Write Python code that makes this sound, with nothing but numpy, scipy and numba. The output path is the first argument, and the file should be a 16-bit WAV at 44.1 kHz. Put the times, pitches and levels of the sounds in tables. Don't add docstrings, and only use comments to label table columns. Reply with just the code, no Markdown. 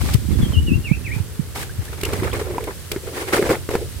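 import sys
import numpy as np
from scipy import signal
from scipy.fft import rfft, irfft
from scipy.io import wavfile
from numba import njit

SR = 44100
rng = np.random.default_rng(int(sys.argv[2]) if len(sys.argv) > 2 else 0)


def to_wav(sig):
    pcm = np.clip(np.atleast_2d(sig), -1, 1) * 32767
    pcm = np.round(pcm).astype(np.int16)
    wavfile.write(sys.argv[1], SR, pcm.T)


N = 176400
T = np.arange(N) / SR

# start_s, length_s, gulp_db, splash_db, suds_db
CLOTH_STROKES = [(0.0, 0.15, -39.5, -36, -35), (0.285, 0.25, -42.5, -44.5, -44.5),
                 (1.134, 0.053, -45.5, -41.5, -44), (1.547, 0.083, -39, -34, -34.5),
                 (1.762, 0.66, -46.5, -45.5, -49), (2.035, 0.16, -30.5, -35, -40),
                 (2.231, 0.022, -28, -31.5, -42), (2.325, 0.078, -28, -32.5, -39),
                 (2.441, 0.2, -30.5, -41.5, -64), (2.671, 0.01, -26, -30.5, -59),
                 (2.927, 0.028, -30, -39.5, -43.5), (3.02, 0.16, -35.5, -46, -48.5),
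                 (3.122, 0.216, -30, -32.5, -37.5), (3.323, 0.046, -18.5, -21, -28.5),
                 (3.373, 0.11, -23, -32, -35.5), (3.5, 0.027, -15.5, -25, -31),
                 (3.7, 0.051, -23.5, -33, -37.5), (3.776, 0.054, -31.5, -58, -47)]
# start_s, pitch_hz, ring_db, smack_db, spray_db
AIR_PLOPS = [(2.033, 386, -13.5, -24.5, -13.5), (2.133, 455, -33, -24.5, -17),
             (2.223, 359, -12, -30.5, -45), (2.413, 407, -13, -30, -34), (2.582, 914, -9, -24.5, -47),
             (2.916, 384, -20, -27, -10.5), (2.962, 368, -13.5, -29, -48), (3.392, 398, -3, -44, -31),
             (3.426, 400, -20, -18.5, -35), (3.454, 380, -20, -26, -40), (3.493, 487, -8.5, -20.5, -20),
             (3.501, 544, -27, -18.5, -28), (3.69, 430, -17, -23, -25), (3.753, 460, -9.5, -17.5, -21)]
# start_s, pitch_hz, level_db
DRIP_PINGS = [(1.695, 1520, -32), (1.88, 1680, -34), (2.034, 2660, -20), (2.049, 2630, -20),
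              (2.068, 2090, -31.5), (2.317, 3120, -28)]
# start_s, level_db
DROPLET_TICKS = [(.136, -15.5), (0.14, -14.5), (0.267, -30), (1.851, -26.5), (2.012, -20), (2.051, -13),
                 (2.24, -25), (2.639, -22)]
# time_s, level_db
FOAM_LEVELS = [(0, -39), (.63, -41.5), (1.5, -42.5), (2.3, -40.5), (4, -40)]
# time_s, left_db, right_db
GUSTS = [(0, -13, -22.5), (.25, -28, -20.5), (0.361, -29, -12.5), (0.758, -11.5, -21.5), (.87, -32, -21.5),
         (1.17, -28, -21.5), (1.3, -31, -31), (1.95, -32, -28.5), (2.23, -26, -17.5), (2.451, -32, -27.5),
         (3.25, -41.5, -34), (3.48, -27.5, -30), (4, -33.5, -25)]
# start_s, base_pitch_hz, level_db, port
PUFFS = [(0.144, 144, -2.5, "left"), (0.284, 216, -14.5, "right"), (0.332, 192, -13.5, "left"),
         (0.399, 183, -9, "left"), (0.429, 178, -6.5, "left"), (0.566, 104, -5, "left"),
         (0.715, 235, -4.5, "left"), (0.911, 185, -3, "right"), (1.161, 150, -12.5, "right"),
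         (1.199, 123, -13.5, "right"), (1.392, 187, -10, "right"), (1.786, 120, -14, "left")]
# start_s, length_s, start_hz, dip_hz, level_db
BIRD_NOTES = [(0.323, 0.047, 3570, 3320, -43.5), (0.414, 0.061, 3440, 3170, -33),
              (0.528, 0.075, 3135, 2780, -29), (0.661, 0.098, 2957, 2557, -30),
              (0.835, .12, 2867, 2160, -30), (1.039, 0.11, 2707, 1847, -30.5)]

# frequency_hz, gain_db
GULP_TONE = [(150, -18.5), (270, -6), (380, 5.5), (520, -1), (700, -11), (2000, -25)]
SPLASH_TONE = [(350, 10.5), (750, 3.5), (2200, -1.5), (3200, -16.5), (10000, -25)]
SUDS_TONE = [(800, -83), (2000, 2), (4000, -0.5), (6800, -4.5), (8200, -1.5), (16000, -8.5)]
FOAM_TONE = [(700, -11), (3000, 2.5), (6800, 0), (8200, 3), (16000, -2)]
KNOCK_TONE = [(22, -13.5), (60, 6), (330, 2), (1200, -41)]
RUMBLE_TONE = [(20, -32), (65, 4), (120, -2.5), (320, -38), (4000, -60)]
YARD_TONE = [(25, -44.5), (80, 14), (270, -11), (430, -1), (700, -14), (1800, -12), (10000, -43)]
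# frequency_hz, side_db
STEREO_WIDTH = [(300, -24), (1000, -2), (4000, 0.5)]

# count_per_s, low_hz, high_hz, ring_cycles, spread_db
GULPS, SPLASHES = (1000, 242.4, 780, 2.7, 2.3), (1300, 701, 4080, 3.86, 2.7)
CRACKLE, FIZZ = (6900, 1900, 14500, 1.9, 1.7), (5000, 2550, 13930, 3.6, 1.6)
EDDIES = (260, 45.3, 282, 0.16, 1.5)
SPRAY_PEAK_S = 0.0022


def washing(tub_echo_db=-24.5):
    spurts = surge()
    water = slosh(spurts) + plops() + drips()
    water += colour(slosh(spurts), STEREO_WIDTH) * np.array([[1], [-1]])
    return water + amp(tub_echo_db) * np.array([echo(port, fade_s=0.09) for port in water])


def slosh(spurts):
    gulps = unit(colour(swarm(*GULPS), GULP_TONE)) * stroke_level(0)
    splash = unit(colour(swarm(*SPLASHES), SPLASH_TONE)) * stroke_level(1)
    crackle = unit(swarm(*CRACKLE)) + .5 * rng.standard_normal(N)
    suds = unit(colour(crackle, SUDS_TONE)) * stroke_level(2)
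    return (gulps + suds) * np.sqrt(spurts) + splash * spurts


def stroke_level(layer, swell_share=0.12, fade_s=0.025):
    power = 0
    for start_s, length_s, *levels_db in CLOTH_STROKES:
        age = T - start_s
        swell = np.clip(age / (swell_share * length_s), 0, 1)
        fade = np.exp(-np.maximum(age - length_s, 0) / fade_s)
        power += (swell * fade * amp(levels_db[layer])) ** 2
    return np.sqrt(power)


def surge(changes_per_s=90, spread_db=4.5):
    chance = np.random.default_rng(rng.integers(2 ** 31))
    flow = chance.standard_normal(int(changes_per_s * N / SR) + 2)
    return unit(amp(spread_db * np.interp(T * changes_per_s, np.arange(len(flow)), flow)))


def plops(ring_cycles=2.8, pitch_rise=0.1, smack_s=0.0063):
    out, smacks, t = np.zeros((2, N)), np.zeros(N), T[:SR // 10]
    hiss = unit(colour(rng.standard_normal((2, N)), SUDS_TONE))
    burst = t / SPRAY_PEAK_S * np.exp(-t / SPRAY_PEAK_S)
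    for k, (start_s, hz, ring_db, smack_db, spray_db) in enumerate(AIR_PLOPS):
        age = t * hz / ring_cycles
        pocket = sine(hz * (1 + pitch_rise * np.tanh(age - .5)))
        pocket *= np.exp(-age) * (1 - np.exp(-3 * t * hz))
        spray = hiss[:, k * len(t):(k + 1) * len(t)] * burst
        add(out, start_s, amp(ring_db) * pocket + amp(spray_db) * spray)
        smack = rng.standard_normal(len(t)) * np.exp(-t / smack_s)
        smack[0] = 10
        add(smacks, start_s, 2 * amp(smack_db) * smack)
    return out + colour(smacks, SPLASH_TONE)


def drips(ring_cycles=15, pitch_rise=0.078):
    out, t = np.zeros((2, N)), T[:SR // 10]
    for start_s, hz, db in DRIP_PINGS:
        age = t * hz / ring_cycles
        add(out, start_s, amp(db) * np.exp(-age) * sine(hz * (1 + pitch_rise * age)))
    hiss = unit(colour(rng.standard_normal((2, N)), SUDS_TONE))
    for start_s, db in DROPLET_TICKS:
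        age = np.maximum(T - start_s, 0) / SPRAY_PEAK_S
        out += amp(db) * hiss * age * np.exp(-age)
    return out


def foam():
    times, db = np.array(FOAM_LEVELS).T
    fizz = np.array([0.97 * unit(swarm(*FIZZ)) + rng.standard_normal(N) for _ in range(2)])
    return unit(colour(fizz, FOAM_TONE)) * amp(np.interp(T, times, db))


def wind(knock_db=2.5, knock_growth=1.457):
    times, left_db, right_db = np.array(GUSTS).T
    gust = amp([np.interp(T, times, left_db), np.interp(T, times, right_db)])
    eddies = np.array([unit(swarm(*EDDIES)) for _ in range(2)])
    knocks = unit(colour(eddies, KNOCK_TONE))
    rumble = unit(colour(rng.standard_normal((2, N)), RUMBLE_TONE))
    return rumble * gust / np.sqrt(2) + amp(knock_db) * knocks * gust ** knock_growth


def wind_puffs(peak_cycles=0.75, sag_s=.006):
    ports, t = {"left": np.zeros(N), "right": np.zeros(N)}, T[:SR // 8]
    for start_s, hz, db, port in PUFFS:
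        thump = sine(hz * (0.67 + .6 * np.exp(-t / sag_s)))
        age = t * hz / peak_cycles
        add(ports[port], start_s, amp(db) * thump * age * np.exp(1 - age))
    return colour(np.array([ports["left"], ports["right"]]), KNOCK_TONE)


def bird(end_ratio=0.94, fade_share=0.26, dip_db=-9.5, swell_db=2.5):
    song = np.zeros(N)
    for start_s, length_s, start_hz, dip_hz, db in BIRD_NOTES:
        progress = np.arange(int(length_s * SR)) / (length_s * SR)
        arch = np.sin(np.pi * progress) ** 2
        dip = (arch + arch ** 2) / 2
        top_hz = np.where(progress < .5, start_hz, end_ratio * start_hz)
        whistle = sine(dip_hz + (top_hz - dip_hz) * (1 - dip))
        fade = np.clip(np.minimum(progress, 1 - progress) / fade_share, 0, 1)
        level = 2 * amp(db + dip_db * dip + swell_db * (progress - 1))
        add(song, start_s, level * fade * whistle)
    return song + np.array([echo(song, fade_s=0.17) for _ in range(2)])


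def yard_air(level_db=-38.5):
    noise = rng.standard_normal((2, N)) + 1.14 * rng.standard_normal(N)
    return amp(level_db) * unit(colour(noise, YARD_TONE))


def swarm(count_per_s, low_hz, high_hz, ring_cycles, spread_db):
    chance = np.random.default_rng(rng.integers(2 ** 31))
    when, pitch, size, sign = chance.random((int(count_per_s * N / SR), 4)).T
    hz = low_hz * (high_hz / low_hz) ** pitch
    strengths = amp(-spread_db * np.log(size + 0.0094)) * np.sign(sign - .5) * hz / low_hz
    return ring((when * N).astype(np.int64), hz, strengths, ring_cycles, pitch_rise=0.27)


@njit
def ring(starts, hz, strengths, cycles, pitch_rise):
    out = np.zeros(N)
    for k in range(len(starts)):
        life, phase = cycles * SR / hz[k], 0.
        for i in range(min(int(5 * life), N - starts[k])):
            phase += 2 * np.pi * hz[k] / SR * (1 + pitch_rise * i / (5 * life))
            out[starts[k] + i] += strengths[k] * np.exp(-i / life) * np.sin(phase)
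    return out


def echo(x, fade_s):
    tail = rng.standard_normal(N) * amp(-60 * T / fade_s)
    return signal.fftconvolve(x, tail / np.linalg.norm(tail))[:N]


def colour(x, tone):
    hz, db = np.array(tone, float).T
    size = 2 * N
    freqs = np.maximum(np.fft.rfftfreq(size, 1 / SR), 1)
    cepstrum = irfft(np.log(amp(np.interp(np.log(freqs), np.log(hz), db))))
    cepstrum[1:N] *= 2
    cepstrum[N + 1:] = 0
    return irfft(rfft(x, size) * np.exp(rfft(cepstrum)))[..., :N]


def sine(hz):
    return np.sin(2 * np.pi * np.cumsum(hz) / SR)


def amp(db):
    return 10 ** (np.asarray(db) / 20)


def unit(x):
    return x / np.sqrt(np.mean(x ** 2))


def add(out, start_s, x):
    i = max(int(start_s * SR), 0)
    out[..., i:i + x.shape[-1]] += x[..., :max(N - i, 0)]


def scene():
    return washing() + foam() + wind() + wind_puffs() + bird() + yard_air()


def record(dry):
    treble_cut = signal.ellip(10, .2, 80, 15800, fs=SR, output="sos")
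    return signal.sosfilt(treble_cut, np.clip(dry, -1, 1))


dry = scene()
out = record(dry)
to_wav(out)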